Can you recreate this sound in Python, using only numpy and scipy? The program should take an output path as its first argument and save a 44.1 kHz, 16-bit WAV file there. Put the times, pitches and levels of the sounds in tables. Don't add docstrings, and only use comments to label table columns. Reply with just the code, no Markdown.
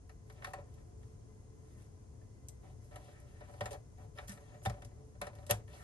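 import sys
import numpy as np
from scipy import signal
from scipy.fft import rfft, irfft
from scipy.io import wavfile
from scipy.ndimage import uniform_filter1d

SR = 44100
rng = np.random.default_rng(int(sys.argv[2]) if len(sys.argv) > 2 else 0)


def elevation(decibels):
    levels = np.asarray(decibels, float)
    return 10 ** (levels / 20)


def transcribe(signal):
    frames = np.atleast_2d(signal).T
    limited = np.clip(frames, -1, 1)
    pcm = np.round(limited * 32767).astype(np.int16)
    wavfile.write(sys.argv[1], SR, pcm)


N = 257103

# pitch_hz, density_db (per Hz)
ROOM_SPECTRUM = [(18, -49), (30, -12.5), (50, -3), (108, 0.5), (177, -14.5), (400, -19), (600, -26.5),
                 (1300, -37.5), (3700, -48), (6300, -39), (8800, -45.5), (10100, -36), (11400, -45.5),
                 (12600, -57)]
# pitch_hz, width_hz, level_db (rms)
FAN_TONES = [(435, 8.9, -70.5), (714, 11, -82.5), (1020, 45, -81.5), (2038, 14.5, -88.5), (5426, 48, -92),
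             (6500, 300, -84)]
QUIET_DB = [-79, -81, -77, -87, -76]
# pitch_hz, near_likeness (0-1), room_likeness (0-1), lead_rad, left_minus_right_db
PORTS = [(0, 1, 1, 0, 1), (130, .97, .9, 0, 3.5), (300, .7, .25, -.4, -2), (700, .9, .3, -1.1, 1),
         (1600, .6, .3, -1.9, 2), (2300, .6, .3, -2.8, 1), (3400, .7, .25, -1.3, 5), (4300, .7, .3, 0, 1),
         (5800, .6, .2, 2.8, 4), (6800, .6, .25, 4, -1), (8300, .6, .2, 6, 0), (8750, .98, .65, 6.3, 1),
         (10250, .93, .95, 9.42, 0), (11700, .99, .98, 12.57, 1), (13000, .98, .95, 15, 1)]

# pitch_hz, level_db, t60_s
HOUSING_MODES = [(582.5, 2, 0.071), (605, -3.5, 0.061), (548, -27.5, 0.061), (417, -7.5, 0.04)]
RIM_MODES = [(759.4, 0, 0.11), (720, -2, 0.14), (841, -6.5, 0.058), (992, -0.5, 0.065), (1065, -6.5, 0.035),
             (1083, -5, 0.047)]
BOARD_MODES = [(1310, -2.5, 0.062), (1501, -11.5, 0.041), (1783, -1.5, 0.06), (1897, 1, 0.054),
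               (2234, -8.5, 0.027)]
PARTS_MODES = [(2662, 2, 0.033), (2957, -1, 0.034), (3270, 1, 0.037), (3593, -3, 0.036),
               (3973, -8.5, 0.028), (4570, -5, 0.026)]
TAB_MODES = [(5460, 0, 0.022), (6100, 4, 0.025), (6560, 0, 0.034), (7260, -25, 0.018), (8240, -3.5, 0.02),
             (9080, -1.5, 0.012), (10130, 10.5, 0.011), (11040, 5.5, 0.014), (12500, -19, 0.014)]
# pitch_hz, level_db
BENCH_MODES = [(55, -14), (108, -1), (196, -12.5)]

# start_s, pitch_hz, level_db
SQUEAK = [
    (4.34, 6100, -95),
    (4.4, 6300, -71),
    (4.5, 6600, -78),
    (4.62, 6950, -78),
    (4.65, 6500, -95),
]
# start_s, length_s, housing_pressure_db, skin_hiss_over_it_db
SLIDES = [(.26, .08, -77, -7), (0.338, 0.087, -64.5, -19), (0.408, 0.099, -60, -15),
          (0.537, 0.063, -53, -36), (.628, 0.18, -74, -17), (1.63, 0.22, -80.5, -2.5), (1.767, .1, -83, 0),
          (2.618, .092, -67, -17), (2.802, 0.087, -93.5, 14), (2.907, 0.11, -62, -17.5),
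          (3.01, 0.12, -70.5, -9), (0.993, 0.13, -88, -1), (3.426, 0.09, -74, -13),
          (3.472, .16, -63.5, -15), (3.624, 0.053, -54, -18.5), (3.701, 0.04, -54, -14),
          (3.97, 0.082, -63, -19.5), (4.148, 0.098, -61, -15), (4.27, 0.061, -68.5, 5.5),
          (4.336, 0.097, -64, -15), (4.444, 0.14, -66.5, -17.5), (4.625, 0.042, -72, 7.5),
          (4.707, .076, -60, -24), (4.802, 0.091, -73.5, -16), (4.957, 0.069, -66.5, -33),
          (5.225, 0.05, -55, -17), (5.338, 0.1, -66.5, -15), (5.471, 0.038, -60.5, -12),
          (5.526, 0.078, -71.5, -10)]
# start_s, length_s, pressure_db
DRAGS = [
    (3.03, 0.13, -76),
    (3.15, 0.3, -75.5),
    (4.38, 0.18, -82.5),
    (5.672, 0.043, -69),
    (5.722, .11, -63),
]
DRAG_DB = [4, -0.5, -0.5, -5, -2.5]
# start_s, pitch_hz, peak_db
RINGS = [(.445, 1070, -47), (.445, 1790, -45), (.535, 1320, -47), (.535, 1880, -49.5), (.537, 762, -41),
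         (.54, 8800, -65), (2.215, 1770, -67.5), (2.49, 6100, -61), (.537, 1080, -47), (3.608, 1847, -41),
         (3.63, 192, -49), (4.175, 5200, -56), (4.186, 3800, -53), (4.201, 73.6, -54), (4.291, 199, -45.5),
         (4.294, 5700, -53.5), (4.659, 770, -30.5), (4.659, 1290, -42), (4.659, 1800, -41),
         (4.659, 3640, -43.5), (4.696, 6870, -50.5), (5.213, 1026, -42.5), (5.218, 190, -50.5),
         (5.269, 1050, -56), (5.496, 588, -34.5), (5.509, 8950, -29), (5.509, 9970, -26),
         (5.508, 11630, -24.5), (5.51, 1833, -34)]
# start_s, level_db
THUMPS = [
    (3.612, -38.5),
    (4.664, -29.5),
    (4.697, -34),
    (5.506, -32),
]
# start_s, board_db, housing_over_board_db, tab_over_board_db
PUSHES = [(.421, -45.5, -15, -29), (.4445, -37, -32, -14), (.4693, -48.5, -3, -13),
          (.5339, -41, -10.5, -12), (.5842, -58.5, 11, -16), (2.4846, -72.5, 0, 23.5),
          (2.9582, -49.5, -4.5, -7.5), (3.4122, -54, -1, -28), (3.6073, -35, -2.5, -16.5),
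          (3.6566, -38, -9, -9.5), (3.7073, -53.5, 6.5, -2), (3.7153, -56, 8, 2), (3.7288, -54.5, -1, 2),
          (3.7444, -60, 12.5, -8), (4.1744, -49.5, -16, -18), (4.1844, -39, -12.5, -22.5),
          (4.2804, -54.5, -12, 3.5), (4.2934, -51.5, -20, 1.5), (4.6514, -42, -2, -7),
          (4.6573, -35, -3, -12), (4.6962, -43.5, -2, -9), (4.8195, -51, -7, -10.5),
          (5.2145, -35.5, -6.5, -11), (5.2676, -44, -1.5, -12.5), (5.465, -63, 4.5, 8),
          (5.4934, -47, -15, -10), (5.4982, -36, 4.5, -6), (5.5021, -39, -3.5, -5),
          (5.5086, -31.5, -6.5, 1), (5.5174, -43, -4, -7)]
# start_s, board_db
BOARD_TAPS = [
    (.0934, -53.5),
    (.298, -52),
    (.78, -64),
    (1.0296, -63),
    (3.9754, -69),
    (4.3735, -54),
    (5.678, -58),
]
# start_s, board_db
HOUSING_TAPS = [(.4844, -61), (2.2144, -71.5), (2.6324, -69), (2.9098, -64), (2.9174, -63), (3.0823, -60.5),
                (3.4057, -58), (3.4949, -61), (3.5364, -57), (4.543, -62), (4.616, -63), (4.7391, -58),
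                (4.9122, -67), (5.151, -65), (5.3295, -61.5), (5.3845, -59.5), (5.4276, -65)]
# start_s, board_db
TAB_TAPS = [
    (.3242, -77),
    (.7394, -76.5),
    (1.8194, -76),
    (2.8444, -77),
    (4.3194, -63.5),
    (4.8474, -66),
    (5.352, -73.5),
]


def above(db, quiet_db):
    return np.sqrt(np.maximum(elevation(db) ** 2 - elevation(quiet_db) ** 2, 1e-12))


def unit(x):
    return x / np.sqrt(np.mean(x ** 2))


def walk(rate_hz):
    hold = int(SR / rate_hz)
    steps = np.repeat(rng.standard_normal(N // hold + 1), hold)
    return 1.55 * uniform_filter1d(uniform_filter1d(steps, hold), hold)[:N]


def band(x, lo_hz, hi_hz):
    return signal.sosfilt(signal.butter(2, [lo_hz, hi_hz], "bandpass", fs=SR, output="sos"), x)


def workshop():
    f = np.maximum(np.arange(N // 2 + 1) * SR / N, 1)
    hz, db = np.transpose(ROOM_SPECTRUM)
    colour = elevation(np.interp(np.log(f), np.log(hz), db))
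    air = irfft(rfft(rng.standard_normal(N)) * colour, N)
    out = unit(air) * elevation(-53.5 + 0.43 * walk(3.0))
    for hz, width_hz, db in FAN_TONES:
        tone = unit(band(rng.standard_normal(N), hz - width_hz / 2, hz + width_hz / 2))
        out = out + elevation(db + 1.4 * walk(2.48)) * tone
    return out


def squeak():
    s, hz, db = np.transpose(SQUEAK)
    t = np.arange(N) / SR
    pitch_hz = np.interp(t, s, hz) * (1 + .016 * walk(90))
    phase = 2 * np.pi * np.cumsum(pitch_hz) / SR
    return elevation(np.interp(t, s, db, -140, -140) + 3.5 * walk(50)) * np.sin(phase)


def rings():
    out = np.zeros(N + SR)
    t = np.arange(SR // 2) / SR
    thumps = [(s, hz, db + mode_db) for s, db in THUMPS for hz, mode_db in BENCH_MODES]
    for s, hz, db in RINGS + thumps:
        rise_s = 0.71 / hz + 0.00019
        t60_s = 0.26 * (100 / hz) ** 0.48
        shape = (1 - np.exp(-(t / rise_s) ** 2)) * np.exp(-np.log(1000) * t / t60_s)
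        start = int(s * SR)
        out[start:start + len(t)] += elevation(db) * shape / shape.max() * np.sin(2 * np.pi * hz * t)
    return out[:N]


def grit(over_db, hiss_share, drag_db, rough_db, patchy_db):
    power = np.zeros(N)
    slides = [(s, length, db + over_db + hiss_share * hiss_db) for s, length, db, hiss_db in SLIDES]
    drags = [(s, length, db + drag_db) for s, length, db in DRAGS]
    for s, length, db in slides + drags:
        power[int(s * SR):int((s + length) * SR)] += elevation(db) ** 2
    level = np.sqrt(np.maximum(signal.lfilter([.003], [1, -.997], power), 0))
    grains = rng.standard_normal(N) * elevation(rough_db * rng.exponential(size=N))
    return level * unit(grains * elevation(patchy_db * walk(40)))


def contacts():
    kinds = (BOARD_TAPS, (-14, -13.5)), (HOUSING_TAPS, (3.5, -13)), (TAB_TAPS, (5.5, 8.5))
    return list(PUSHES) + [(*row, *stirred) for taps, stirred in kinds for row in taps]


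def blows(gains, push_s, crackle_db, steady=False):
    t = np.arange(1024) / SR
    force = np.zeros(N + len(t))
    chance = rng.standard_normal((len(gains), 2, len(t)))
    for row, gain, (noise, size) in zip(contacts(), gains, chance):
        burst = noise * elevation(crackle_db * size) * np.exp(-t / push_s)
        if steady:
            burst = abs(burst) * np.sign(noise[0]) / np.sum(abs(burst))
        else:
            burst = burst / np.sqrt(np.sum(burst ** 2))
        start = int(row[0] * SR)
        force[start:start + len(t)] += gain * burst
    return force[:N]


def body(modes, rattle_db, rattle_t60, walls_db, walls_t60=0.21, rise_s=0.0013):
    t = np.arange(SR // 2) / SR

    def fade(t60):
        return np.exp(-np.log(1000) * t / max(t60, .003))

    ring = sum(elevation(db) * np.sin(2 * np.pi * hz * t) * fade(t60) * rng.choice([-1, 1])
               for hz, db, t60 in modes)
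    lowest_hz, highest_hz = min(m[0] for m in modes), max(m[0] for m in modes)
    dense = unit(band(rng.standard_normal(len(t)), 0.7 * lowest_hz, 1.19 * highest_hz))
    ring = ring + dense * (elevation(rattle_db) * fade(rattle_t60) + elevation(walls_db) * fade(walls_t60))
    ring = band(ring * (1 - np.exp(-t / rise_s)), 0.73 * lowest_hz, 1.144 * highest_hz)
    return ring / np.sqrt(np.sum(ring ** 2))


def handling():
    _, board_db, hollow_db, metal_db = np.transpose(contacts())
    rim_db = board_db + hollow_db / 2 - 3.5
    parts_db = board_db + metal_db / 2 - 4
    strengths_db = board_db + hollow_db, rim_db, board_db, parts_db, board_db + metal_db
    housing, rim, board, parts, tab = [above(db, quiet) for db, quiet in zip(strengths_db, QUIET_DB)]
    drag = DRAG_DB

    housing_force = elevation(28) * blows(housing, .0001, 3, steady=True)
    housing_force += grit(-2, 0, drag[0], rough_db=3.5, patchy_db=2.2)
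    rim_force = elevation(27.5) * blows(rim, .0001, 3, steady=True)
    rim_force += grit(-3, 0, drag[1], rough_db=3, patchy_db=2.5)
    board_force = elevation(21.5) * blows(board, .00005, 2.7, steady=True)
    board_force += elevation(5.0) * grit(-3, 0.47, drag[2], rough_db=3.0, patchy_db=3.5)
    parts_force = elevation(24.0) * blows(parts, 0.00078, 4.6)
    parts_force += elevation(0.7) * grit(-3.5, 0.61, drag[3], rough_db=2.5, patchy_db=3.0)
    tab_force = elevation(25.5) * blows(tab, 0.00084, 3.8)
    tab_force += grit(4.8, 0.96, drag[4], rough_db=3.0, patchy_db=-0.5)

    pairs = [(housing_force, body(HOUSING_MODES, -12.0, 0.052, -23.5, 0.36, 0.0039)),
             (rim_force, body(RIM_MODES, -5.5, 0.15, -20.0, 0.19, 0.0029)),
             (board_force, body(BOARD_MODES, -2.2, 0.093, -15, 0.23, 0.00095)),
             (parts_force, body(PARTS_MODES, -1.3, 0.067, -17.5)),
             (tab_force, body(TAB_MODES, 3.7, 0.028, -5.5, .15, 0.00024))]
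    return sum(signal.fftconvolve(force, response)[:N] for force, response in pairs)


def ports(left, other, column):
    f, table = np.arange(N // 2 + 1) * SR / N, np.transpose(PORTS)
    like, lead, lean_db = (np.interp(f, table[0], table[k]) for k in (column, 3, 4))
    like = np.clip(like, 0, 1)
    right = like * rfft(left) * np.exp(1j * lead) + np.sqrt(1 - like ** 2) * rfft(other)
    return np.array([irfft(rfft(left) * elevation(lean_db / 2), N), irfft(right * elevation(-lean_db / 2), N)])


def scene():
    alone = rings() + squeak()
    near = ports(handling() + alone, handling() + alone, column=1)
    return near + ports(workshop(), workshop(), column=2)


def gate_treble(x):
    gate_hz, floor_db, mask_db = 9650, -104, -13
    f, _, z = signal.stft(np.array([x[0] + x[1], x[0] - x[1]]) / 2, SR, nperseg=1024)
    power = uniform_filter1d(abs(z) ** 2, size=3, axis=2)
    first = int(np.searchsorted(f, gate_hz))
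    masked = elevation(mask_db) ** 2 * np.mean(power[:, first - 40:first + 50], axis=(0, 1))
    for k in range(first, len(f), 8):
        sway_db = 7 * uniform_filter1d(rng.standard_normal((2, z.shape[2])), size=4, axis=1)
        need = np.maximum(masked, elevation(floor_db) ** 2) * elevation(sway_db) ** 2
        z[:, k:k + 8] *= (np.mean(power[:, k:k + 8], axis=1) > need)[:, None]
    mid, side = signal.istft(z, SR, nperseg=1024)[1][:, :N]
    return np.array([mid + side, mid - side])


def top_cut(x):
    return signal.sosfilt(signal.butter(12, 12990, fs=SR, output="sos"), x)


def record(dry):
    soft = signal.sosfilt(signal.butter(7, 12100, fs=SR, output="sos"), dry)
    return top_cut(gate_treble(soft))


dry = scene()
out = record(dry)
transcribe(out)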